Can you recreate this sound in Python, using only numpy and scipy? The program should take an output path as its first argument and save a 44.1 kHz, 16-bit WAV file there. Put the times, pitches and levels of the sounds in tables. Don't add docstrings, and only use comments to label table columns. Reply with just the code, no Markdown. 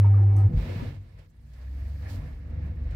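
import sys
import numpy as np
from scipy import signal
from scipy.io import wavfile

SR = 44100
rng = np.random.default_rng(int(sys.argv[2]) if len(sys.argv) > 2 else 0)


def int16_out(signal):
    q = np.round(np.clip(np.atleast_2d(signal).T, -1, 1) * 32767)
    wavfile.write(sys.argv[1], SR, q.astype(np.int16))


def invert_db(x):
    u = np.asarray(x, float) / 20
    return 10 ** u


N = 130095
TIME = np.arange(N) / SR

# frequency in Hz, level in dB per Hz.
FLOOR_COLOUR = [(15, -29), (25, 6), (46, 5.5), (198, -14), (274, -31), (368, -41.5), (567, -34.5),
                (826, -29), (15500, -41.5)]
FLOOR_DB = -58
# frequency in Hz, correlation from 0 to 1.
LIKENESS = [(60, 1.0), (240, 1), (950, 0.097), (3770, 0.08), (15000, 0.0033)]
# frequency in Hz, left minus right in dB.
LEAN = [(60, 4), (240, 1.5), (950, -3), (3770, -7), (15000, 6.5)]
PATCH_SHARED = .4

# time in seconds, level in dB.
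SEAL = [(0, -84.5), (.066, -88.5), (.118, -74.5), (.17, -80.5), (.3, -88.5), (.57, -90), (.58, -73.5),
        (.614, -72), (.66, -80.5)]
# centre in Hz, width in Hz, level in dB.
SEAL_BANDS = [(9500, 5000, -5), (14800, 2500, 1)]

# time in seconds, level in dB.
AIR = [(1.5, -78), (1.56, -75.5), (1.9, -70), (2.07, -71), (2.1, -58), (2.155, -61.5), (2.2, -71.5),
       (2.33, -75.5), (2.45, -86.5)]
# frequency in Hz, level in dB per Hz.
AIR_COLOUR = [(3000, 3.5), (5000, 2), (7500, -1.5), (10500, -4), (13500, -1.5)]

# start in seconds, peak level in dB.
TICKS = [(0.544, -56), (.573, -49), (.652, -54), (.802, -53), (1.1876, -53), (1.5349, -51.5), (1.6136, -55),
         (2.0236, -50), (2.326, -58.5), (2.5006, -56.5), (2.5405, -63.5), (2.62, -59), (2.66, -56.5),
         (2.7525, -65), (2.8368, -58), (2.9081, -48)]
TICK_T60_S, TICK_OFFSET_DB = 0.11, -14

# start in seconds, level in dB, panel mode in Hz.
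CHIRPS = [
    (0.043, -37, 890),
    (0.139, -42.5, 1196),
    (0.819, -33, 252),
    (0.692, -35, 490),
    (.79, -44.5, 953),
    (.8, -53, 1220),
]
CHIRP_S, CHIRP_RING_S = .16, .06

# middle in seconds, half length in seconds, level in dB, pitch in Hz.
GROANS = [(.24, 0.13, -45.5, 353), (.315, 0.055, -58.5, 1100), (.6, 0.15, -40, 167),
          (0.698, 0.1, -43.5, 352), (0.69, 0.12, -47, 293), (0.92, .16, -44, 139), (0.97, 0.13, -37, 101),
          (0.19, 0.15, -54.5, 790), (.33, 0.099, -54.5, 760), (2.9, 0.13, -46, 150), (1.21, 0.18, -53, 155),
          (1.5, 0.13, -49, 141), (1.72, 0.08, -49, 165), (1.85, 0.39, -43.5, 110), (2.14, 0.15, -50, 278),
          (2.236, 0.23, -51, 244), (2.12, 0.22, -37, 94.66), (2.483, 0.2, -47, 165),
          (2.567, 0.25, -52.5, 226), (2.638, 0.11, -40.5, 170), (2.827, 0.093, -53, 297)]
GROAN_ROUGH_DB, GROAN_GLIDE = 3.5, 0.052

# start in seconds, peak level in dB, brightness in dB per third of an octave.
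LATCH = [
    (.3646, -52, 1),
    (0.37, -58, 1),
    (.383, -64, -6),
    (.3865, -69, 7),
    (.408, -69.5, 3),
]
# frequency in Hz, level in dB, t60 in seconds.
LATCH_MODES = [(5400, -17, .004), (6270, -10.5, 0.0071), (8130, -3, 0.015), (9800, -7.5, .004),
               (11500, -18.5, .004), (13910, -14, .004)]
LATCH_SNAP_S, LATCH_TAIL_S, LATCH_TAIL_DB = .012, .18, -15

# time in seconds, level in dB.
DRAG = [(.53, -70), (.568, -60.5), (.58, -55), (.7, -53), (.81, -54), (.89, -57), (.93, -63), (.96, -64),
        (1.0, -74), (1.17, -72), (1.195, -66), (1.27, -77)]
# frequency in Hz, level in dB per Hz.
DRAG_COLOUR = [(150, -23.5), (240, -8), (350, -6.5), (500, -4), (800, -12), (2000, -14.5), (4500, -27.5),
               (8350, -37), (15500, -35.5)]

# time in seconds, level in dB.
GUIDES = [(1.3, -85.5), (1.5, -78), (1.54, -73), (1.63, -66.5), (1.69, -73.5), (1.79, -66), (2.0, -70.5),
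          (2.04, -61.5), (2.12, -61), (2.24, -62), (2.41, -70.5), (2.52, -66), (2.68, -63.5), (2.75, -69.5),
          (2.85, -66), (2.95, -60.5)]
# frequency in Hz, level in dB per Hz.
GUIDE_COLOUR = [(250, -29), (500, -10), (900, -18), (1900, -19), (3000, -33.5), (4600, -38), (8000, -53),
                (15500, -54)]
# centre in Hz, width in Hz, level in dB.
SHOE_BANDS = [(1750, 330, -1), (2340, 320, -6.5)]
SHOE_DB, SHOE_FLUTTER_DB = -9, 7

# time in seconds, pitch in Hz, rms level in dB.
DRIVE = [(1.381, 60.38, -49.5), (1.55, 62.28, -42.5), (1.7, 65.74, -35), (1.89, 69.06, -32.5),
         (2.05, 68.75, -37), (2.17, 68.26, -43.5), (2.259, 69.98, -39), (2.4, 71.24, -42.5),
         (2.53, 72.68, -34), (2.701, 71.57, -31), (2.736, 71.55, -45), (2.778, 71.8, -31),
         (2.87, 70.1, -30.5), (2.95, 74.7, -36)]
# multiple of the pitch, level in dB.
DRIVE_ORDERS = [(2, -21.5), (3, -33), (4, -30)]
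DRIVE_WOBBLE_DB, DRIVE_WOBBLE_HZ = 1, 1.1

# time in seconds, rms level in dB.
HUM = [(0, -15), (.1, -15.5), (.17, -15.5), (.33, -17.5), (.4, -16.5), (.43, -18.5), (.455, -13),
       (.475, -16.5), (.5, -46)]
HUM_HZ, HUM_SECOND_DB = 100.0, -36
# time in seconds, level in dB.
DOOR_RUN = [(0, -48), (.06, -43.5), (.12, -49), (.2, -45.5), (.27, -49), (.33, -48), (.4, -42.5),
            (.48, -48), (.56, -55)]
# frequency in Hz, level in dB per Hz.
DOOR_COLOUR = [(150, -14), (326, -10), (1200, -23.5), (2300, -34), (2700, -45), (15500, -61.5)]
# frequency in Hz, width in Hz, level in dB.
DOOR_RINGS = [(332, 10, 1.5), (490, 30, -4.5), (775, 22, -3), (890, 18, -12.5), (1260, 25, -11.5),
              (2246, 55, -18.5)]
DOOR_RINGS_DB = -6

# start in seconds, level in dB, signed push, favoured pitch in Hz.
THUDS = [(.485, -16.5, 0.28, 158), (.508, -23, 1, 120), (0.5342, -12, 0.87, 75.4), (.539, -4.5, 1, 59),
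         (.556, -12, -0.27, 76.4), (.572, -19.5, -0.57, 115), (.591, -11.5, -0.78, 59.6),
         (.64, -30, 0.51, 178), (0.759, -22.5, 0.65, 123), (0.804, -23, 0.42, 99), (0.874, -15, 0.17, 103)]
THUD_SPREAD_DB, THUD_SOFT_Q, THUD_T60_S = 31, 1.46, 0.14
# frequency in Hz, level when shaken in dB, t60 in seconds.
BODY = [(47.67, -5.5, 1), (72.5, -15.5, 0.11), (95.22, -6, 0.44), (115.6, -15, 0.65), (146.7, -16, 0.24),
        (171.5, -23.5, 0.4), (231.3, -20.5, 0.3), (290.7, -26, 0.52), (337, -29.5, .2), (490, -28.5, 0.15)]
# time in seconds, level in dB.
SHAKE = [(0, -35.5), (.45, -34.5), (.55, -28.5), (.7, -31), (.92, -34.5), (1.0, -41.5), (1.25, -47),
         (1.45, -47), (1.6, -47), (1.75, -39.5), (2.0, -37.5), (2.2, -33), (2.4, -38.5), (2.55, -34.5),
         (2.75, -33.5), (2.95, -35.5)]
SHAKE_STEEPENS = 0.13

MIC_LOW_CUT_HZ = 41
# centre in Hz, width in Hz, boost in dB.
MIC_PEAKS = [(1707, 47, 5), (2150, 150, 5), (4490, 960, 4), (1420, 610, -2.5), (10600, 2400, -2)]

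OPPOSITE = np.array([[1], [-1]])


def rms_one(x):
    return x / np.sqrt(np.mean(x ** 2) + 1e-20)


def level(rows, fade_s=0.019):
    s, db = np.array(rows)[:, 0], np.array(rows)[:, -1]
    s = np.r_[s[0] - fade_s, s, s[-1] + fade_s]
    return invert_db(np.interp(TIME, s, np.r_[-120, db, -120]))


def at_hz(points, hz):
    table_hz, value = np.array(points)[:, 0], np.array(points)[:, 1]
    return np.interp(np.log(hz), np.log(table_hz), value)


def drift(rate):
    r = np.exp(-80 * np.pi * rate / SR)
    slow = signal.lfilter([1], [1, -2 * r, r * r], rng.standard_normal(N // 40 + 2002))[2000:]
    return np.interp(np.arange(N) / 40, np.arange(len(slow)), rms_one(slow))


def ring(x, hz, t60):
    r, w = invert_db(-60 / (t60 * SR)), 2 * np.pi * hz / SR
    return signal.lfilter([0, np.sin(w)], [1, -2 * r * np.cos(w), r * r], x + 1e-18)


def clicks(s, gain):
    out = np.zeros(N)
    out[(np.asarray(s) * SR).astype(int)] = gain
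    return out


def dying(s, db, t60):
    return signal.lfilter([1], [1, -invert_db(-60 / (t60 * SR))], clicks(s, invert_db(db)) + 1e-18)


def band_pass(x, low_hz, high_hz, order=2):
    return signal.sosfilt(signal.butter(order, [low_hz, high_hz], "band", fs=SR, output="sos"), x)


def bands(rows):
    white = rng.standard_normal((2, N))
    out = 0
    for hz, width, db in rows:
        out = out + invert_db(db) * rms_one(band_pass(white, hz - width / 2, hz + width / 2))
    return out


def hiss(colour, patchy_db, low_hz, top_hz=15600):
    out, power, together = 0, 0, drift(4)
    edges = 22 * 2 ** np.arange(0, 9.6, .5)
    white = rng.standard_normal((2, 2, N))
    lowest = colour[0][0]
    for k, (low, high) in enumerate(zip(edges, edges[1:])):
        hz = np.sqrt(low * high)
        if hz < lowest / 2:
            continue
        mid, side = band_pass(white[k % 2], low, high)
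        alike = np.clip(at_hz(LIKENESS, hz), 0, 1)
        flicker_db = patchy_db * (PATCH_SHARED * together + drift(22))
        bass_loss_db = 7.8 * max(np.log2(lowest / hz), 0)
        gain = invert_db(at_hz(colour, hz) - bass_loss_db + flicker_db) * invert_db(at_hz(LEAN, hz) / 2 * OPPOSITE)
        band = gain * (np.sqrt(1 + alike) * mid + np.sqrt(1 - alike) * side * OPPOSITE)
        out = out + band
        if low_hz < hz < top_hz:
            power += np.mean(band.mean(0) ** 2)
    return out / np.sqrt(power)


def car_air():
    return invert_db(FLOOR_DB) * hiss(FLOOR_COLOUR, patchy_db=-3.5, low_hz=22)


def door_seals():
    return level(SEAL) * bands(SEAL_BANDS)


def passing_air():
    return level(AIR, fade_s=.2) * hiss(AIR_COLOUR, .7, low_hz=3000)


def gear_ticks():
    s, db = np.transpose(TICKS)
    shape = dying(s, db + TICK_OFFSET_DB, TICK_T60_S)
    burst = band_pass(rng.standard_normal((2, N)), 1300, 5000, order=1)
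    return shape * rms_one(burst) * invert_db(-2.2 * OPPOSITE)


def trim_chirps():
    white = rng.standard_normal((2, N))
    out = 0
    for s, db, hz in CHIRPS:
        out = out + ring(dying([s], db, CHIRP_S) * white, hz, CHIRP_RING_S)
    return out / np.sqrt(CHIRP_RING_S * SR / 28)


def panel_groans():
    out = 0
    for s, length, db, hz in GROANS:
        u = np.clip((TIME - s) / length, -1, 1)
        turns = hz * (TIME + GROAN_GLIDE * rng.normal() * length * u ** 2 / 2)
        out = out + invert_db(db - 1.5) * np.cos(np.pi * u / 2) ** 2 * np.sin(2 * np.pi * turns)
    return out * invert_db(GROAN_ROUGH_DB * drift(7.6))


def latch():
    s, db, tilt = np.transpose(LATCH)
    out = 0
    for hz, level_db, t60 in LATCH_MODES:
        hit_db = db + level_db + tilt * np.log2(hz / 8000) * 3 + rng.normal(0, 0.9, len(s))
        shape = dying(s, hit_db, LATCH_SNAP_S) + dying(s, hit_db + LATCH_TAIL_DB, LATCH_TAIL_S)
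        white = rng.standard_normal((2, N))
        scrape = shape * (white + .7 * white[::-1])
        out = out + ring(scrape, hz, t60) / np.sqrt(t60 * SR / 28)
    return out * invert_db(np.array([[2.0], [-2.5]]))


def gear_drag():
    return level(DRAG) * hiss(DRAG_COLOUR, .6, low_hz=1200, top_hz=8000)


def guide_shoes():
    slide = level(GUIDES) * hiss(GUIDE_COLOUR, .7, low_hz=1200, top_hz=6000)
    rasp = level(GUIDES) * invert_db(SHOE_DB + SHOE_FLUTTER_DB * drift(25)) * bands(SHOE_BANDS)
    return slide + rasp


def hoist_drive():
    s, hz, _ = np.transpose(DRIVE)
    pitch = np.interp(TIME, s, hz) + DRIVE_WOBBLE_HZ * drift(4.38)
    phase = 2 * np.pi * np.cumsum(pitch) / SR
    tone = invert_db(DRIVE_WOBBLE_DB * drift(23)) * np.sin(phase)
    for order, db in DRIVE_ORDERS:
        tone += invert_db(db + 2.6 * drift(10)) * np.sin(order * phase)
    return np.sqrt(2) * level(DRIVE, fade_s=0.16) * tone


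def door_drive():
    phase = 2 * np.pi * HUM_HZ * (TIME - .005)
    hum = np.sqrt(2) * level(HUM) * (np.sin(phase) + invert_db(HUM_SECOND_DB) * np.sin(2 * phase))
    white = rng.standard_normal((2, N))
    rings = 0
    for hz, width, db in DOOR_RINGS:
        panel = rms_one(ring(white + .4 * white[::-1], hz, 5.5 / width))
        rings = rings + invert_db(db + 2.7 * drift(9.2)) * panel
    running = hiss(DOOR_COLOUR, patchy_db=2.0, low_hz=250, top_hz=1500)
    return hum + level(DOOR_RUN) * (running + invert_db(DOOR_RINGS_DB) * rings)


def car_body():
    s, db, push, pitch = np.transpose(THUDS)
    out = np.zeros((2, N))
    shake_db = 20 * np.log10(level(SHAKE)) + 38
    for hz, shaken_db, t60 in BODY:
        blows = clicks(s, push * invert_db(db - THUD_SPREAD_DB * np.log2(hz / pitch) ** 2))
        blows = signal.lfilter(*signal.iirpeak(hz, THUD_SOFT_Q, fs=SR), blows + 1e-18)
        thud = ring(blows, hz, min(THUD_T60_S, t60))
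        mid, side = rng.standard_normal((2, N))
        shake = mid + np.clip(hz / 700, 0, 1) ** 1.1 * side * OPPOSITE
        gain = invert_db(shaken_db - 38 + shake_db * (1 + SHAKE_STEEPENS * np.log2(hz / 48)))
        out += thud + gain * rms_one(ring(shake, hz, t60))
    return out


def scene():
    background = car_air() + door_seals() + passing_air()
    small_parts = gear_ticks() + trim_chirps() + panel_groans() + latch()
    machinery = gear_drag() + guide_shoes() + hoist_drive() + door_drive()
    return background + small_parts + machinery + car_body()


def low_pass(x):
    return signal.sosfilt(signal.butter(12, 15760, fs=SR, output="sos"), x)


def record(dry):
    lead = SR // 10
    low_cut = signal.butter(4, MIC_LOW_CUT_HZ, "high", fs=SR, output="sos")
    x = signal.sosfilt(low_cut, np.c_[dry[:, :lead], dry])
    for hz, width, db in MIC_PEAKS:
        x = x + (invert_db(db) - 1) * signal.lfilter(*signal.iirpeak(hz, hz / width, fs=SR), x)
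    return low_pass(x[:, lead:])


dry = scene()
out = record(dry)
int16_out(out)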